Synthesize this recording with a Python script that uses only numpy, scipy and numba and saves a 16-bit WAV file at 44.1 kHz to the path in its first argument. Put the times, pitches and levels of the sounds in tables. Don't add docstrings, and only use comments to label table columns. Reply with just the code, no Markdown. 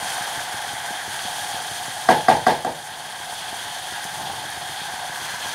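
import sys
import numpy as np
from scipy import signal
from scipy.fft import rfft, irfft
from scipy.io import wavfile
from scipy.ndimage import uniform_filter1d
from numba import njit

SR = 44100
rng = np.random.default_rng(int(sys.argv[2]) if len(sys.argv) > 2 else 0)


def wav_out(sig):
    wavfile.write(sys.argv[1], SR, np.round(np.clip(np.atleast_2d(sig).T, -1, 1) * 32767).astype(np.int16))


N = 244314
TIME = np.arange(N) / SR
FREQS = np.maximum(np.arange(4097) * SR / 8192, 1)

# low edge in Hz, high edge in Hz, bursts per second.
BUBBLE_BANDS = [(100, 1150, 2000), (1150, 2400, 3000), (2400, 5200, 4000), (5200, 16000, 9000)]
# resting level in dB, early lift in dB, share of a flare, drift in dB per second
# after the last knock, change in dB for a full microphone move.
BUBBLE_MIX = [(-36, 2, 0.36, 0, 1.4), (-38.5, 5, 0.04, 0.75, 1.5), (-37.5, -0.4, 0.57, 0.12, 2.6),
              (-39, -0.5, 0.8, -0.45, 3.1)]
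# pitch in Hz, width in Hz, level in dB, dB shift per unit of movement.
POT_RESONANCES = [(728, 87, -2, -5), (834, 130, -2.5, -8), (930, 250, -13.5, 8.5), (1612, 286, -1.5, 3),
                  (1883, 490, -8.5, -0.5), (3257, 520, -6, -3.5), (3677, 420, -11, -5.5),
                  (4206, 250, -12.5, 2), (4540, 760, -14.5, -4), (6155, 410, -17, 1),
                  (6840, 530, -19.5, -2), (8500, 640, -18, -2), (9060, 340, -14, -5),
                  (9830, 220, -17.5, -9), (10450, 400, -18, -4), (11070, 340, -20.5, -8)]
# frequency in Hz, gain in dB.
OPEN_AIR_EQ = [(100, -32), (400, -24), (560, -17.5), (1250, -13), (2500, -15), (3950, -24.5), (5000, -18.5),
               (7700, -23), (11200, -24), (12000, -28.5), (13200, -29), (15500, -32.5)]
# time in seconds, share of the way from 0 to 1.
MIC_MOVE = [(5.09, 0.06), (5.18, 0.93)]
# start in seconds, length in seconds, flare it builds toward in dB.
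FOOD_TURNS = [(-.05, 0.06, 14.5), (0.498, .08, 1), (1.056, 0.33, 6), (1.65, 0.47, 1.5), (3.148, 0.91, 0.96),
              (5.11, 0.072, 2)]
# crest time and half-length in seconds, lift in dB.
COARSE_SWELLS = [(0.11, 0.1, 1.5), (1.597, 0.043, 2.5), (3.002, 0.13, 2.5), (4.247, 0.091, 2),
                 (5.04, 0.083, 2.5)]
# frequency in Hz, relative gain in dB.
RUMBLE_EQ = [(20, -12), (50, -19), (90, -2), (145, 2), (210, -6.5), (400, -8.5), (900, -28)]
# first and last tick in seconds, count, level in dB before the boost.
LOW_TICK_RUNS = [(.029, .029, 1, -30.5), (.212, .545, 3, -29.5), (.737, 1.254, 4, -29.5),
                 (1.547, 1.884, 3, -31), (2.92, 3.06, 2, -37), (3.204, 3.33, 2, -33),
                 (3.531, 3.531, 1, -30.5), (3.925, 4.054, 2, -31.5), (4.213, 4.94, 7, -33.5),
                 (5.099, 5.461, 4, -32)]
# start in seconds, peak in dB, band centre in Hz, 60 dB decay in seconds.
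FAT_SPITS = [(.102, -22, 7000, .01), (0.223, -22, 7000, .01), (1.192, -19, 3300, 0.011),
             (3.066, -28, 7000, .008), (4.042, -21, 12000, 0.012), (4.502, -25, 11000, .008),
             (4.697, -32, 6000, .006), (5.42, -24.5, 2900, 0.47)]
# start in seconds, level in dB, cut-off in Hz, spatter in dB, crack peak in dB.
SPOON_KNOCKS = [(2.0875, -9.5, 2480, -23.5, -26), (2.2834, -7.5, 3240, -22, -27),
                (2.4660, -8.5, 3400, -22.5, -17.5), (2.6469, -18, 900, -37, -22)]
# pitch in Hz, relative level in dB, 60 dB decay in seconds.
KNOCK_MODES = [(152.6, -28.5, 0.68), (237.3, -15.5, 0.23), (305, -26, 0.28), (357, -22, 0.39),
               (482, -18.5, 0.35), (656, -7.5, 0.085), (742, -1.5, 0.17), (856, -21, 0.67),
               (1142, -6, 0.042), (1390, -13.5, 0.043), (1598, -9.5, 0.11), (1960, -11.5, 0.037),
               (4760, -16.5, 0.03), (5110, -17.5, 0.037)]
# frequency in Hz, relative gain in dB.
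KITCHEN_EQ = [(50, -34.5), (130, -12.5), (240, -10), (300, -11), (400, -10.5), (540, -5.5), (700, -2),
              (860, 3.5), (1050, -12), (1350, -20.5), (1650, -10), (2000, -16), (2500, -23.5),
              (4500, -21.5), (12000, -57)]


def undb(db):
    return 10 ** (np.asarray(db) / 20)


def unit(x):
    return x / np.sqrt(np.mean(x ** 2))


def add(out, start_s, x):
    i = max(int(start_s * SR), 0)
    out[i:i + len(x)] += x[:N - i]


def contour(points):
    hz, db = np.transpose(points)
    return undb(np.interp(np.log(FREQS), np.log(hz), db))


def below(hz, order):
    return 1 / np.sqrt(1 + (FREQS / hz) ** (2 * order))


def above(hz, order):
    return 1 / np.sqrt(1 + (hz / FREQS) ** (2 * order))


def colour(x, gain):
    cepstrum = irfft(np.log(gain + 1e-6))
    half = len(cepstrum) // 2
    cepstrum[1:half] *= 2
    cepstrum[half + 1:] = 0
    impulse = irfft(np.exp(rfft(cepstrum)))[:half]
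    return signal.fftconvolve(x, impulse)[:len(x)]


def fade(t, t60):
    return np.exp(-np.log(1000) * t / t60)


def swell(start_s, length_s, rise_s, fall_s):
    t = np.maximum(TIME - start_s, 0)
    return (1 - np.exp(-t / rise_s)) * np.exp(-np.maximum(t - length_s, 0) / fall_s)


def wander(rate_hz):
    knots = rng.standard_normal(2048)
    return unit(np.interp(TIME * rate_hz, np.arange(len(knots)), knots))


def bursts(per_s, spread_db):
    size = undb(spread_db * np.minimum(rng.exponential(size=N), 6))
    return unit((rng.random(N) < per_s / SR) * size * rng.choice([-1, 1], N))


def wall_scatter(pops, wall_db=-2, t60=0.085):
    energy = signal.fftconvolve(pops ** 2, fade(TIME[:SR // 10], t60) ** 2)[:N]
    return pops + undb(wall_db) * unit(np.sqrt(np.abs(energy)) * rng.standard_normal(N))


def hollow(moved=0):
    power = sum((undb(db + moved * shift_db) / (1 + (2 * (FREQS - hz) / width) ** 2)) ** 2
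                for hz, width, db, shift_db in POT_RESONANCES)
    return np.sqrt(power + contour(OPEN_AIR_EQ) ** 2)


def stirring():
    return sum(db * swell(start, length, rise_s=0.14, fall_s=0.3) for start, length, db in FOOD_TURNS)


def coarse_swells():
    return sum(db * np.exp(-((TIME - crest) / half) ** 2) for crest, half, db in COARSE_SWELLS)


def sizzle(surge_db=0.1, flutter_db=0.86, settle_s=1.52, drift_from_s=2.75):
    moved = np.interp(TIME, *np.transpose(MIC_MOVE))
    early, flare = np.exp(-(TIME / settle_s) ** 2), stirring()
    drift_s = np.maximum(TIME - drift_from_s, 0)
    levels = [rest_db + early_db * early + share * flare + drift * drift_s + moved_db * moved
              for rest_db, early_db, share, drift, moved_db in BUBBLE_MIX]
    levels[0] += coarse_swells()
    surge = surge_db * wander(rate_hz=24.06)
    out = np.zeros(N)
    for (low, high, per_s), db in zip(BUBBLE_BANDS, levels):
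        pops = wall_scatter(bursts(per_s, spread_db=2.0))
        swarm = colour(pops, above(low, order=8) * below(high, order=8))
        swarm = (1 - moved) * colour(swarm, hollow()) + moved * colour(swarm, hollow(moved=0.8))
        out += unit(swarm) * undb(db + surge + flutter_db * wander(rate_hz=55))
    return out


def rumble(rest_db=-50.5, stir_share=0.24, swell_db=10):
    late_swell = swell(start_s=4.1, length_s=0.13, rise_s=0.042, fall_s=0.23)
    db = rest_db + stir_share * stirring() + swell_db * late_swell
    return unit(colour(rng.standard_normal(N), contour(RUMBLE_EQ))) * undb(db)


def ticks(boost_db=2.5, lead_s=0.00197, tail_db=-13, tail_t60=0.12):
    out = np.zeros(N)
    t = TIME[:SR // 10]
    push = colour(1. * (t == 0), above(70, order=3) * below(446, order=2))
    push /= np.abs(push).max()
    tail_eq = above(97, order=4) * below(170, order=3)
    for first, last, count, db in LOW_TICK_RUNS:
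        for start in np.linspace(first, last, count):
            tail = unit(colour(rng.standard_normal(len(t)), tail_eq)) * fade(t, tail_t60)
            add(out, start - lead_s, undb(db + boost_db) * (undb(tail_db) * tail - push))
    return out


def spits():
    out = np.zeros(N)
    t = TIME[:SR // 5]
    pot = hollow()
    for start, db, hz, t60 in FAT_SPITS:
        puff = rng.standard_normal(len(t)) * fade(t, t60)
        snap = colour(puff, pot * above(hz, order=4) * below(hz, order=3))
        add(out, start, undb(db) * snap / np.abs(snap).max())
    return out


def knock_ring(t, build_cycles=0.42, scatter_db=0.3, detune=0.003):
    chance = rng.standard_normal((len(KNOCK_MODES), 2))
    out = np.zeros(len(t))
    for k, ((hz, db, t60), (louder, higher)) in enumerate(zip(KNOCK_MODES, chance)):
        envelope = (1 - np.exp(-t * hz / build_cycles)) * fade(t, t60)
        tone = np.sin(2 * np.pi * hz * (1 + detune * higher) * t)
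        out += (-1) ** k * undb(db + scatter_db * louder) * envelope * tone
    return unit(out)


def knocks(room_db=-0.4, room_rise_s=0.017, spatter_rise_s=0.0046):
    out = np.zeros(N)
    t = TIME[:int(.7 * SR)]
    walls, pot = rng.standard_normal(len(t)), hollow()
    for start, db, contact_hz, spatter_db, crack_db in SPOON_KNOCKS:
        room = colour(walls + rng.standard_normal(len(t)), contour(KITCHEN_EQ))
        room = unit(room * fade(t, t60=0.33) * (1 - np.exp(-(t / room_rise_s) ** 2)))
        contact_eq = below(contact_hz, order=1) * above(45, order=2)
        blow = colour(knock_ring(t) + undb(room_db) * room, contact_eq)
        add(out, start, undb(db) * blow / np.std(blow[:SR // 20]))
        crack = rng.standard_normal(len(t)) * fade(t, t60=0.047)
        crack = colour(crack, above(3700, order=3) * below(6600, order=2))
        add(out, start, undb(crack_db) * crack / np.abs(crack).max())
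        pops = bursts(per_s=8300, spread_db=3.0)[:len(t)]
        spatter = unit(colour(pops, pot * above(2060, order=3)))
        envelope = fade(t, t60=0.62) * (1 - np.exp(-t / spatter_rise_s))
        add(out, start, undb(spatter_db) * spatter * envelope)
    return out


def thuds(relative_db=-18, low_hz=98, high_hz=140, t60=0.58, rise_s=0.033):
    out = np.zeros(N)
    t = TIME[:SR // 2]
    stove_eq = above(low_hz, order=4) * below(high_hz, order=4)
    for start, db, *_ in SPOON_KNOCKS:
        body = unit(colour(rng.standard_normal(len(t)), stove_eq))
        add(out, start, undb(db + relative_db) * body * fade(t, t60) * (1 - np.exp(-t / rise_s)))
    return out


@njit
def duck(excess_db, attack_s, recover_db_per_s):
    out, cut = np.empty(len(excess_db)), 0.
    for i in range(len(excess_db)):
        if excess_db[i] > cut:
            cut += (excess_db[i] - cut) / (attack_s * SR)
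        else:
            cut = max(cut - recover_db_per_s / SR, 0.)
        out[i] = cut
    return out


def scene():
    return (sizzle() + spits() + knocks() + thuds() + ticks() + rumble())[None]


def record(dry, threshold_db=-20.5, top_hz=15600):
    power = np.abs(uniform_filter1d(dry[0] ** 2, SR // 100))
    level_db = 10 * np.log10(power + 1e-12)
    held = dry * undb(-duck(level_db - threshold_db, attack_s=0.21, recover_db_per_s=6))
    rounded = held / (1 + held ** 6) ** (1 / 6)
    return signal.sosfilt(signal.ellip(10, .1, 80, top_hz, fs=SR, output="sos"), rounded)


dry = scene()
out = record(dry)
wav_out(out)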